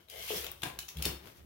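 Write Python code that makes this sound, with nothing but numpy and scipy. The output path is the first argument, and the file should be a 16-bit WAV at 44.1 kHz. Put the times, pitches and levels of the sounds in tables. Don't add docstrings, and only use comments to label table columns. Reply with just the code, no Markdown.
import sys
import numpy as np
from scipy import signal
from scipy.fft import rfft, irfft
from scipy.io import wavfile

SR = 44100
rng = np.random.default_rng(int(sys.argv[2]) if len(sys.argv) > 2 else 0)


def bounce(signal):
    frames = np.transpose(np.atleast_2d(signal))
    limited = np.clip(frames, -1, 1)
    pcm = np.round(limited * 32767).astype(np.int16)
    wavfile.write(sys.argv[1], SR, pcm)


N = 63945
T = np.arange(N) / SR

# (t/s, level/dB)
PULL = [(0, -67.5), (.075, -76.5), (.105, -52), (.15, -51.5), (.21, -45.5), (.26, -43.5), (.30, -41),
        (.375, -37), (.41, -43.5), (.465, -52), (.50, -80), (.56, -70), (.61, -60.5), (.66, -100)]
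SLIDE_SLIPS_PER_S, SLIDE_SPREAD_DB = 4300, 0.5


def from_db(db):
    return 10 ** (np.asarray(db) / 20)


def unit_rms(x):
    return x / np.sqrt(np.mean(x ** 2) + 1e-20)


def level_curve(rows):
    return from_db(np.interp(T, *np.transpose(rows)))


def at_hz(points, hz):
    f, value = np.transpose(points)
    return np.interp(np.log(hz + 1e-3), np.log(f), value)


def pan(db):
    return from_db(np.array([[db], [-db]]) / 2)


def band(x, low_hz, high_hz, order=2):
    sos = signal.butter(order, [low_hz, min(high_hz, SR / 2 - 500)], "band", fs=SR, output="sos")
    return signal.sosfilt(sos, x)


def colour(x, spectrum, resonances=()):
    hz = np.arange(N + 1) * SR / (2 * N)
    peaks_db = sum(db / (1 + (2 * (hz - f) / width) ** 2) for f, width, db in resonances)
    gain = from_db(at_hz(spectrum, hz) + peaks_db)
    return unit_rms(irfft(rfft(x, 2 * N) * gain)[..., :N])


def swell(middle, half_length, db):
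    return from_db(db) * np.exp(-((T - middle) / half_length) ** 2)


def decay(start, t60):
    return (T >= start) * from_db(-60 * np.maximum(T - start, 0) / t60)


def crack(start, rise_s=0.0011, hold_s=0.003, t60_s=0.0093):
    attack = np.clip((T - start) / rise_s, 0, 1)
    return attack * from_db(-60 * np.maximum(T - start - hold_s, 0) / t60_s)


def strike(start, modes):
    return sum(from_db(db) * decay(start, t60) * np.sin(2 * np.pi * hz * (T - start))
               for hz, db, t60 in modes)


def friction(slips_per_s, spread_db):
    sizes = from_db(spread_db * np.minimum(rng.exponential(1, N), 4))
    slips = rng.random(N) < slips_per_s / SR
    return slips * sizes * rng.standard_normal((2, N))


def room(x, wet_db, gap_s=0.0011):
    # (f/Hz, t60/s)
    reverb_times = [(200, 0.47), (1000, 0.44), (3500, 0.34), (8000, 0.29), (15000, 0.32)]
    edges_hz = np.geomspace(180, 18000, 8)
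    tail = 0
    for low, high in zip(edges_hz, edges_hz[1:]):
        t60 = at_hz(reverb_times, np.sqrt(low * high))
        tail += band(rng.standard_normal((2, N)), low, high) * decay(gap_s, t60)
    tail /= np.sqrt(np.sum(tail ** 2, axis=1, keepdims=True))
    return x + from_db(wet_db) * signal.fftconvolve(x, tail, axes=1)[:, :N]


def room_tone(side_db=1.5):
    # (f/Hz, level/dB)
    spectrum = [(20, 4), (45, -12), (70, 5.5), (90, -3), (125, -11.5), (250, -18), (1000, -37), (4000, -50),
                (15000, -44)]
    # (t/s, level/dB)
    rumble = [(0, -71), (.1, -66.5), (.2, -55), (.5, -54.5), (.9, -66.5), (1.3, -68), (1.45, -48)]
    mid, side = colour(rng.standard_normal((2, N)), spectrum)
    return level_curve(rumble) * (mid + from_db(side_db) * side * [[1], [-1]])


def gloves():
    # (t/s, level/dB)
    pressure = [(0, -58.5), (.06, -70), (.12, -70.5), (.25, -69), (.45, -53), (.58, -99), (.75, -54),
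                (.86, -66), (.94, -60), (1.0, -48), (1.12, -44.5), (1.18, -57), (1.28, -50.5),
                (1.34, -60.5), (1.41, -60), (1.45, -69)]
    # (f/Hz, level/dB)
    spectrum = [(100, 12.5), (200, 4.5), (420, 6), (800, 0), (1400, -1), (3200, -4.5), (5000, -11),
                (8000, -21.5), (15000, -13)]
    # (f/Hz, width/Hz, boost/dB)
    resonances = [(164, 59, 6.3), (354, 11, 12.8), (417, 24, 3.8)]
    rub = colour(friction(slips_per_s=2500, spread_db=-1.5), spectrum, resonances)
    return rub * level_curve(pressure) * pan(db=6.5)


def blade_slide():
    # (f/Hz, level/dB)
    spectrum = [(150, -27), (450, -9), (900, -2), (1400, -1), (2300, 3), (3500, 2.5), (4700, 0), (6000, -1),
                (8000, -6.5), (12500, 1.5), (15500, -3.5)]
    # (t/s, half length/s, level/dB)
    shifts = [(1.032, 0.05, -52), (1.279, 0.052, -58), (1.375, 0.021, -61)]
    level = level_curve(PULL) + sum(swell(*shift) for shift in shifts)
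    scrape = colour(friction(SLIDE_SLIPS_PER_S, SLIDE_SPREAD_DB), spectrum) * level
    lows = signal.sosfilt(signal.butter(1, 3500, fs=SR, output="sos"), scrape)
    scrape += lows * (pan(db=5) - 1.5)
    return room(scrape * pan(db=1), wet_db=-2.5)


def blade_sings():
    # (t/s, half length/s, f/Hz, width/Hz, level/dB relative to the scrape)
    resonances = [(0.1, 0.16, 3150, 370, -3), (0.19, 0.08, 2120, 150, -7), (0.306, 0.023, 2900, 820, 1),
                  (0.4, 0.058, 3320, 200, -9.5), (0.371, 0.012, 5330, 120, -6)]
    singing = 0
    for t, half_length, hz, width, db in resonances:
        ring = band(friction(SLIDE_SLIPS_PER_S, SLIDE_SPREAD_DB), hz - width / 2, hz + width / 2)
        singing += unit_rms(ring) * swell(t, half_length, db)
    return singing * level_curve(PULL) * pan(db=5.5)


def fitting_clicks(shared_power=0.15, right_lag_samples=4):
    # (t/s, body level/dB, mid level/dB, upper level/dB, top level/dB, left over right/dB)
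    contacts = [(0.084, -66.5, -61, -75, -62, 16), (0.0978, -75, -53, -51.5, -48.5, 14.5),
                (0.442, -50.5, -46, -50.5, -45, 18), (.465, -45, -38.5, -47, -49.5, 6),
                (0.515, -49, -56, -55, -44, 8.5), (.619, -57, -45, -51, -45.5, 14.5),
                (0.6327, -37, -36, -40.5, -36, 7.5), (.788, -58, -43, -38, -35.5, 11),
                (0.882, -62.5, -55.5, -48, -60, 21), (0.887, -58, -44.5, -44, -43, 7),
                (.969, -75, -47.5, -50.5, -47.5, 11.5), (0.985, -71, -48, -70, -48.5, 4),
                (1.023, -71, -37.5, -37, -31, 10.5), (1.046, -47, -36.5, -44, -57, 10),
                (1.0534, -48, -37.5, -34.5, -27, 9.5)]
    # (low f/Hz, high f/Hz)
    bands = [(350, 1800), (2300, 3900), (4200, 7300), (9000, 17000)]
    band_pan_db = [-2.5, -1.5, -9.5, -8]
    clicks = np.zeros((2, N))
    for k, (low, high) in enumerate(bands):
        common = rng.standard_normal(N)
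        noise = np.sqrt(shared_power) * np.array([common, np.roll(common, right_lag_samples)])
        noise += np.sqrt(1 - shared_power) * rng.standard_normal((2, N))
        level = sum(from_db(band_db[k]) * pan(pan_db) * crack(t) for t, *band_db, pan_db in contacts)
        clicks += unit_rms(band(noise, low, high, order=3)) * level * pan(band_pan_db[k])
    return room(clicks, wet_db=-0.5)


def blade_drone():
    # (t/s, level/dB)
    bowing = [(0, -82), (.09, -70), (.145, -52.5), (.20, -53.5), (.29, -64.5), (.31, -43.5), (.355, -47),
              (.40, -56), (.47, -50), (.56, -95), (.62, -98)]
    # (f/Hz, level/dB)
    spectrum = [(200, -37), (330, -22), (430, 1), (700, -2.5), (950, -15), (1600, -26)]
    # (f/Hz, width/Hz, boost/dB)
    resonances = [(373, 17, 14), (410, 23, 1), (469, 23, 5), (656, 37, 4)]
    return colour(rng.standard_normal((2, N)), spectrum, resonances) * level_curve(bowing) * pan(db=5)


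def floor_thumps():
    # (t/s, level/dB, contact length/s)
    thumps = [(.175, -55, 0.0059), (0.471, -53, 0.0041), (0.627, -56, 0.0018), (0.65, -70, 0.0049),
              (.727, -54, 0.0028), (.777, -46.5, 0.0066), (0.9563, -42.5, 0.0043), (.968, -37, 0.0054),
              (0.982, -41.5, 0.0033), (1.056, -37, 0.0011), (1.066, -42, 0.003), (1.131, -47.5, 0.0043)]
    # (f/Hz, level/dB, t60/s)
    modes = [(67.5, 3, 0.37), (134, -14, 0.3), (160.5, -2, 0.25), (238, -7, 0.15)]
    boom = 0
    for t, db, contact_s in thumps:
        push = np.sin(np.pi * np.minimum(T / contact_s, 1))
        boom += from_db(db) * signal.fftconvolve(strike(t, modes), push / push.sum())[:N]
    return boom * pan(db=6.5)


def blade_buckles():
    # (t/s, level/dB, pitch ratio)
    buckles = [(.305, -30.5, 1), (.336, -41, 0.95), (.352, -42, 1), (1.061, -37.5, 0.97)]
    # (f/Hz, level/dB, t60/s)
    modes = [(365, -12, 0.61), (426, -3, 0.092), (481, -4, 0.053), (636, -18, 0.07), (853, -9.5, 0.02)]
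    bonks = 0
    for t, db, pitch in buckles:
        tuned = [(hz * pitch, level, t60) for hz, level, t60 in modes]
        bonks += from_db(db) * strike(t, tuned)
    return room(band(bonks, 375, 1840, order=3) * pan(db=10.5), wet_db=-4.5)


def sleeve_brushes():
    # (t/s, half length/s, level/dB)
    brushes = [(0.33, 0.018, -58), (.365, 0.013, -50), (1.244, 0.016, -61)]
    cloth = unit_rms(band(rng.standard_normal(N), low_hz=154, high_hz=227))
    return cloth * sum(swell(*brush) for brush in brushes)


def blade_catches():
    # (t/s, level/dB)
    catches = [(0.407, -44), (.444, -41), (.465, -43), (.5145, -37.5)]
    hiss = unit_rms(band(rng.standard_normal((2, N)), low_hz=13500, high_hz=17000))
    level = sum(from_db(db) * crack(t) for t, db in catches)
    return room(hiss * level * pan(db=8), wet_db=-19)


def pipe_knock(crack_boost_db=2.5, clatter_t60_s=0.2):
    # (t/s, level/dB)
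    knocks = [(0.6326, -36)]
    # (f/Hz, level/dB, t60/s)
    modes = [(119, -26, 0.24), (216, -16, 0.13), (314, -5.5, 0.12), (732, -10, 0.23), (840, -10.5, 0.13),
             (1020, -16, 0.41), (1627, -0.5, 0.1), (2786, -3, 0.028), (3270, 0.5, 0.033), (3970, -11, 0.05)]
    # (t/s, level/dB)
    clatters = [(0.63, -38), (0.653, -41.5), (1.061, -37)]
    # (f/Hz, level/dB)
    spectrum = [(80, -0.5), (125, 10), (220, -5), (370, 4.5), (520, -8.5), (830, -1.5), (1400, -11),
                (2500, -8.5), (5000, -18.5)]
    ring = sum(from_db(db) * strike(t, modes) for t, db in knocks)
    impact = unit_rms(band(rng.standard_normal(N), low_hz=3020, high_hz=3920, order=5))
    impact *= sum(from_db(db + crack_boost_db) * crack(t) for t, db in knocks)
    clatter = colour(friction(slips_per_s=4000, spread_db=-0.2), spectrum)
    clatter *= sum(from_db(db) * decay(t, clatter_t60_s) for t, db in clatters)
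    return room((ring + impact + clatter) * pan(db=6), wet_db=-5)


def hook_tap():
    # (t/s, level/dB)
    taps = [(0.789, -39)]
    # (f/Hz, level/dB, t60/s)
    modes = [(1658, -5, .012), (2223, -10, .012), (3010, 0, .013), (3940, -1, .011)]
    ping = sum(from_db(db) * strike(t, modes) for t, db in taps)
    return room(ping * pan(db=5.5), wet_db=3)


def blade_snaps():
    # (t/s, level/dB)
    snaps = [(1.0215, -46), (1.0531, -30)]
    # (f/Hz, level/dB, t60/s)
    modes = [(3050, -7, 0.034), (3670, -2, 0.029), (4427, 2, 0.023), (4690, -10.5, 0.033), (5330, 1, 0.021)]
    ring = sum(from_db(db) * strike(t, modes) for t, db in snaps)
    return room(ring * pan(db=4.5), wet_db=-0.5)


def scene():
    tape = blade_slide() + blade_sings() + blade_drone()
    tape += blade_catches() + blade_buckles() + blade_snaps() + hook_tap()
    handling = gloves() + sleeve_brushes() + fitting_clicks() + pipe_knock() + floor_thumps()
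    return tape + handling + room_tone()


def record(dry):
    shared_below_hz, bass_side_db = 354, -13
    low_cut_hz, high_cut_hz = 61, 15950
    mid, side = (dry[0] + dry[1]) / 2, (dry[0] - dry[1]) / 2
    upper_side = signal.sosfiltfilt(signal.butter(3, shared_below_hz, "high", fs=SR, output="sos"), side)
    side = upper_side + from_db(bass_side_db) * (side - upper_side)
    pair = mid + side * [[1], [-1]]
    pair = signal.sosfilt(signal.butter(2, low_cut_hz, "high", fs=SR, output="sos"), pair)
    return signal.sosfilt(signal.ellip(10, .3, 80, high_cut_hz, fs=SR, output="sos"), pair)


dry = scene()
out = record(dry)
bounce(out)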